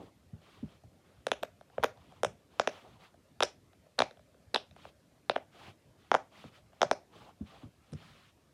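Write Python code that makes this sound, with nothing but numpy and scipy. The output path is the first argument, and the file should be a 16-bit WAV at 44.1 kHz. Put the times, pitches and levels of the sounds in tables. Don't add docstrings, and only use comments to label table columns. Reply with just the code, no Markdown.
import sys
import numpy as np
from scipy import signal
from scipy.io import wavfile
from scipy.ndimage import uniform_filter1d

SR = 44100
rng = np.random.default_rng(int(sys.argv[2]) if len(sys.argv) > 2 else 0)


def file_out(sig):
    cols = np.atleast_2d(sig).T
    lim = np.clip(cols, -1, 1)
    pcm = np.round(lim * 32767).astype(np.int16)
    wavfile.write(sys.argv[1], SR, pcm)


N = 376173


def amp(db):
    return 10 ** (np.asarray(db) / 20)


def unit_rms(x):
    return x / np.sqrt(np.mean(x ** 2) + 1e-20)


def curve_at(points, hz):
    f, value = np.transpose(points)
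    return np.interp(np.log(hz + 1), np.log(f + 1), value)


def add(mix, s, sound):
    part = mix[round(s * SR):][:len(sound)]
    part += sound[:len(part)]


def patchy_noise(spectrum, patchy_db, size=512, smooth_hz=9000.):
    hz = np.fft.rfftfreq(size, 1 / SR)
    real, imag, patches = rng.standard_normal((4 * N // size + 5, len(hz), 3)).T
    patches = unit_rms(uniform_filter1d(uniform_filter1d(patches, size=6, axis=0), size=10, axis=1))
    drift_db = patchy_db * patches / (1 + (hz[:, None] / smooth_hz) ** 2)
    frames = (real + 1j * imag) * amp(curve_at(spectrum, hz)[:, None] + drift_db)
    return unit_rms(signal.istft(frames, nperseg=size, noverlap=3 * size // 4)[1][:N])


def ring(modes, drive, swing=-1):
    t, out = np.arange(1500) / SR, 0
    for k, (hz, width, db) in enumerate(modes):
        impulse = t * np.exp(-2 * np.pi * width * t) * np.sin(2 * np.pi * hz * t)
        mode = np.convolve(drive, impulse)[:len(t)]
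        out = out + swing ** k * amp(db) * mode / abs(mode).max()
    return out


def hum():
    # frequency in Hz, relative level in dB.
    spectrum = [(18, -45), (33, -32.5), (75, 2), (215, -6), (355, -9.5), (486, -12.5), (600, -11),
                (801, -18), (866, -19.5), (4530, -27.5), (14600, -34), (15600, -49.5)]
    return amp(-64.5) * patchy_noise(spectrum, patchy_db=3., size=1024, smooth_hz=4500.)


def room(x):
    # frequency in Hz, seconds to fall by 60 dB.
    decay = [(250, 0.21), (4590, 0.2), (10000, 0.16)]
    # frequency in Hz, reverb level in dB.
    tone = [(150, -7), (600, -11.5), (2000, -14.5), (3400, -12.5), (4500, -14), (5700, -7), (12000, -12)]
    taps = np.zeros(SR // 2)
    at = np.arange(0, len(taps) - 20, 10) + rng.integers(0, 10, (len(taps) - 11) // 10)
    t = at / SR
    early, build = 2.23 * np.exp(-t / 0.0055), np.clip((t - .006) / 0.044, 0, 1)
    ceiling = 1.3 * np.exp(-((t - .018) / 0.0051) ** 2)
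    nearest_wall = 0.48 * np.exp(-((t - .0127) / 0.0014) ** 2)
    taps[at] = rng.choice([-1., 1.], len(at)) * (early + build + ceiling + nearest_wall)
    hz, t, bands = signal.stft(taps, SR, nperseg=256)
    bands *= amp(-60 * t / curve_at(decay, hz)[:, None])
    tail = signal.istft(bands, SR, nperseg=256)[1]
    bands *= amp(curve_at(tone, hz))[:, None] / np.linalg.norm(tail)
    return signal.fftconvolve(x, signal.istft(bands, SR, nperseg=256)[1])[:N]


def carpet_strokes():
    # start, swell and fade in seconds, hiss at the crest in dB, rumble in dB against the hiss.
    strokes = [(0, 0.0075, 0.086, -67, 12.5), (.41, 0.1, 0.13, -65, 0), (.65, 0.079, 0.05, -68, 0.5),
               (1.042, 0.024, 0.17, -77, -2), (1.72, 0.15, .02, -71, 7), (1.96, 0.22, 0.031, -70, 5),
               (2.51, 0.15, 0.087, -66, 4), (2.7, 0.067, 0.072, -59.5, -0.5),
               (2.82, 0.049, 0.11, -68.5, 8.5), (2.994, 0.05, 0.05, -61.5, 1.5),
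               (4.76, 0.13, 0.015, -61.5, 0.5), (5.523, 0.15, 0.057, -57.5, 1.5),
               (5.98, 0.078, 0.1, -72.5, 0.5), (6.314, 0.1, 0.095, -59.5, 0),
               (6.52, 0.044, 0.041, -62.5, -2), (6.729, 0.06, 0.055, -74.5, 6.5),
               (7.122, 0.068, 0.13, -61.5, 7), (7.451, 0.046, 0.17, -63, 2), (7.82, 0.12, 0.16, -72.5, 0),
               (7.964, 0.12, 0.23, -63, -6)]
    # frequency in Hz, relative level in dB.
    brushed = [(530, -45.5), (900, -38), (1130, 2), (1550, -6), (3260, -3.5), (5750, -17), (13200, -28.5),
               (16000, -26.5)]
    crushed = [(60, -47.5), (120, 8.5), (300, 1), (700, 5.5), (1200, 0), (2000, -36.5)]
    light_touch_db = -77
    t, brushing, weight = np.arange(N) / SR, np.zeros(N), np.zeros(N)
    for start, rise, fade, db, weight_db in strokes:
        crest, stop = start + rise, start + rise + fade
        edge = np.clip(np.minimum((t - start) / 0.022, (stop - t) / 0.049) + .5, 0, 1)
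        droop_db = 0.49 * max(db - light_touch_db, 0)
        swell = edge * amp(db - droop_db * np.interp(t, [start, crest, stop], [1, 0, 1]) ** 2)
        brushing += swell
        weight += swell * amp(weight_db)
    hiss = brushing * patchy_noise(brushed, patchy_db=2.0, size=256)
    return hiss + weight * patchy_noise(crushed, patchy_db=4.5)


def carpet_bumps():
    # start in seconds, strength in dB, pitch in Hz that the thud falls through.
    landings = [(0.029, -36, 264), (0.33, -25.5, 134), (0.627, -21.5, 217.4), (0.841, -34, 109),
                (1.42, -34.5, 310), (1.783, -31.5, 222), (2.261, -29, 99), (3.996, -28.5, 260),
                (5.676, -34.5, 127.8), (6.446, -32.5, 227), (6.849, -31.5, 137), (7.407, -22, 212),
                (7.632, -29, 246), (7.641, -26.5, 80.3), (7.924, -26, 151), (7.943, -27.5, 137.7)]
    out, t = np.zeros(N), np.arange(6000) / SR
    floor_band = signal.butter(2, [65, 180], "bandpass", fs=SR, output="sos")
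    attack = (1 - np.exp(-t / 0.0034)) ** 3
    for s, db, hz in landings:
        pitch = hz * (0.806 + 0.49 * np.exp(-t / 0.015))
        thud = np.sin(2 * np.pi * np.cumsum(pitch) / SR) * amp(-60 * t / 0.05)
        rim = np.sin(2 * np.pi * 480 * t) * amp(-13.5 - 60 * t / 0.0074)
        rumble = unit_rms(signal.sosfilt(floor_band, rng.standard_normal(len(t))))
        wobble = rumble * amp(-12.5 - 60 * t / 0.12)
        add(out, s, amp(db) * attack * (thud + rim + wobble))
    return out


def ticks():
    # start in seconds, strength in dB.
    scratches = [(1.4327, -41), (1.8377, -31.5), (2.232, -59), (6.816, -51)]
    # frequency in Hz, width in Hz, relative level in dB.
    modes = [(12600, 440, -3), (14260, 530, -5)]
    out = np.zeros(N)
    for s, db in scratches:
        add(out, s, amp(db + 2.5) * ring(modes, rng.standard_normal(20)))
    return out


def wall_crack(t, lead, travel, crack_db, upper_db, fizz_db):
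    # frequency in Hz, width in Hz, relative level in dB.
    wall_modes = [(1444, 460, -6), (2400, 250, -10.5), (3390, 550, -9), (5620, 880, -9), (7350, 1100, -10),
                  (9440, 560, -5), (13000, 1500, -18)]
    hz, width, db = np.transpose(wall_modes)
    from_snap_s = abs(t[:300] - t[lead])
    slip_t60_s = 0.0014 / (.2 + .8 * travel)
    slips = .55 * rng.standard_normal(300) * amp(-60 * from_snap_s / slip_t60_s)
    slips[lead] += travel
    colour_db = np.interp(hz, [1600, 3600, 5500, 9300], [0.31 * crack_db, crack_db, upper_db, fizz_db])
    taut = 1 + .007 * crack_db * (hz < 4500)
    scatter, detune = rng.standard_normal((2, len(hz)))
    hz, db = hz * (taut + .035 * detune), db + colour_db + scatter
    crack = ring(zip(hz, width, db), slips)
    blur = 1.45
    spread = blur * ring(zip(hz, width * blur, db), slips)
    delay_s = 0.00043 / taut[0] * (1 + .04 * scatter[0])
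    echo = np.interp(t - delay_s, t, uniform_filter1d(crack, size=5), left=0)
    hollow = 0.65 * np.clip(1 - crack_db / 30, 0, 1)
    return crack - hollow * echo, spread


def plop(t, travel, hz, crack_db):
    flip_s, dimple_s = 0.0084 * 600 / hz, 0.014
    length_s = dimple_s + (flip_s - dimple_s) * travel
    onset_s = 0.00015 * amp(-.4 * np.clip(crack_db, -20, 5))
    pitch = hz * (1 + travel * (0.000919 / (t + onset_s) - .2 - 12 * t))
    tone = np.cos(2 * np.pi * (np.cumsum(pitch) / SR - .3))
    attack = (1 - np.exp(-t / (onset_s * (1 + 12 * (1 - travel))))) ** 2
    swell = amp(-5 * np.exp(-(t / .0017) ** 2))
    fade = amp(-60 * (t / length_s) ** 3.38)
    return signal.sosfilt(signal.butter(2, 2118, fs=SR, output="sos"), attack * swell * fade * tone)


def dome_pops():
    # time in seconds, level in dB, plop pitch in Hz, then the wall's crack, upper ring
    # and fizz in relative dB.
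    presses = [(0.837, -45.5, 680, -43, -6, -27), (1.268, -23, 493, 5, -0.5, -11.5),
               (1.3171, -18.5, 577, 9.5, -1, -14.5), (1.429, -32.5, 595, 4, -4, -19),
               (1.433, -25, 536, 1.5, -7, -14), (1.6112, -45, 625, -5, -11, -17),
               (1.7, -53, 730, -6, -15, -24), (1.7815, -23.5, 523, -12.5, -35, -41),
               (1.8294, -25.5, 620, 1.5, -9, -26), (1.836, -16, 696, -5, -29, -32),
               (1.8381, -25, 633, 4.5, -10, -5.5), (1.8428, -15, 501, -1, -3, -27),
               (1.974, -55.5, 630, 2, -9, -25), (2.123, -48, 766, -6, -10, -14),
               (2.2336, -17, 507, -6, -2, -11.5), (2.2476, -20, 585, 3, 1.5, -8.5),
               (2.5973, -14.5, 610, 2.5, -0.5, -19.5), (2.6746, -16.5, 565, 1.5, -1.5, -19.5),
               (3.142, -51, 670, -14, -16, -24), (3.4057, -19, 578, 3.5, -6, -17),
               (3.4243, -22, 587, 5, -18, -28), (3.4267, -17.5, 670, 8.5, 0.5, -12),
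               (3.4333, -20.5, 470, 8, 11, -3.5), (3.732, -56.5, 700, 5, -13, -18),
               (3.866, -47.5, 623, -24, -16.5, -23), (3.982, -42, 570, -5, -16, -16),
               (3.9873, -25.5, 537, -10, -24, -22), (3.9906, -20, 808, 15, 3.5, -6.5),
               (4.0034, -15.5, 610, 1.5, -6, -27.5), (4.0201, -13.5, 653, 2.5, -5, -24),
               (4.1103, -46.5, 520, 5, -9, -13), (4.172, -54, 670, 3, -16, -24.5),
               (4.194, -50, 627, -7, -9, -24), (4.345, -52, 530, -13.5, -19, -29.5),
               (4.5421, -25.5, 492, -17.5, -15, -23.5), (4.5457, -27.5, 890, 22.5, 4.5, 0),
               (4.5504, -23, 750, 0, -25, -24), (4.5601, -19, 616, 10, -18, -18),
               (4.7112, -55, 655, 11, -8, -25), (4.764, -45.5, 666, -2.5, -23, -12),
               (4.853, -40, 563, -2, -17, -37.5), (5.2971, -15.5, 590, 7.5, -16.5, -25),
               (5.3587, -34.5, 636, 4, -13, -37), (5.362, -18, 600, -5, -30, -30),
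               (6.116, -11.5, 643, -6.5, -11.5, -30), (6.1423, -14.5, 554, -4.5, -3.5, -31),
               (6.1494, -11, 684, -9, -13, -28.5), (6.441, -41.5, 530, -12, -20, -39.5),
               (6.732, -49.5, 676, -10, -22, -22), (6.809, -35, 644, -9, -25, -32.5),
               (6.817, -14.5, 588, 3, 3, -34), (6.8301, -11.5, 587, -10, -2, -35),
               (6.9131, -12.5, 596, -5, -5.5, -21), (7.632, -48, 490, -23, -22, -32.5),
               (7.922, -57.5, 400, 9, -8, 4), (7.9313, -40.5, 400, -11, -5, -17),
               (7.9352, -41.5, 400, -10, 3, -8)]
    # frequency in Hz, width in Hz, relative level in dB.
    toy_modes = [(268.6, 40.7, -24.5), (400, 96, -13.5)]
    toy = ring(toy_modes, [1.], swing=0.94)
    near, spread, t = np.zeros(N), np.zeros(N), np.arange(1500) / SR
    lead = 12
    for s, db, hz, crack_db, upper_db, fizz_db in presses:
        travel = np.clip((db + 57.5) / 16, 0, 1)
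        body = np.roll(plop(t, travel, hz, crack_db) + toy, lead)
        near_crack, spread_crack = wall_crack(t, lead, travel, crack_db, upper_db, fizz_db)
        add(near, s - .0005, amp(db) * (body + near_crack))
        add(spread, s - .0005, amp(db) * (body + spread_crack))
    return near, spread


def scene():
    near, spread = dome_pops()
    handling = carpet_bumps() + ticks()
    send = (spread + handling) * np.sqrt(2 / 3)
    turn = np.arange(N) / SR * 37.
    wet = sum(room(send * np.cos(turn + k * np.pi / 3)) for k in range(3))
    return (near + handling + wet + carpet_strokes() + hum())[None]


def record(dry):
    thin = signal.sosfilt(signal.butter(4, 52, "highpass", fs=SR, output="sos"), dry)
    rounded = .5 * np.tanh(2 * thin)
    dulled = signal.sosfilt(signal.butter(2, 13400, fs=SR, output="sos"), rounded)
    band_limit = signal.firwin(511, 16300, window=("kaiser", 9), fs=SR)
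    return signal.oaconvolve(dulled, band_limit[None], "same")


dry = scene()
out = record(dry)
file_out(out)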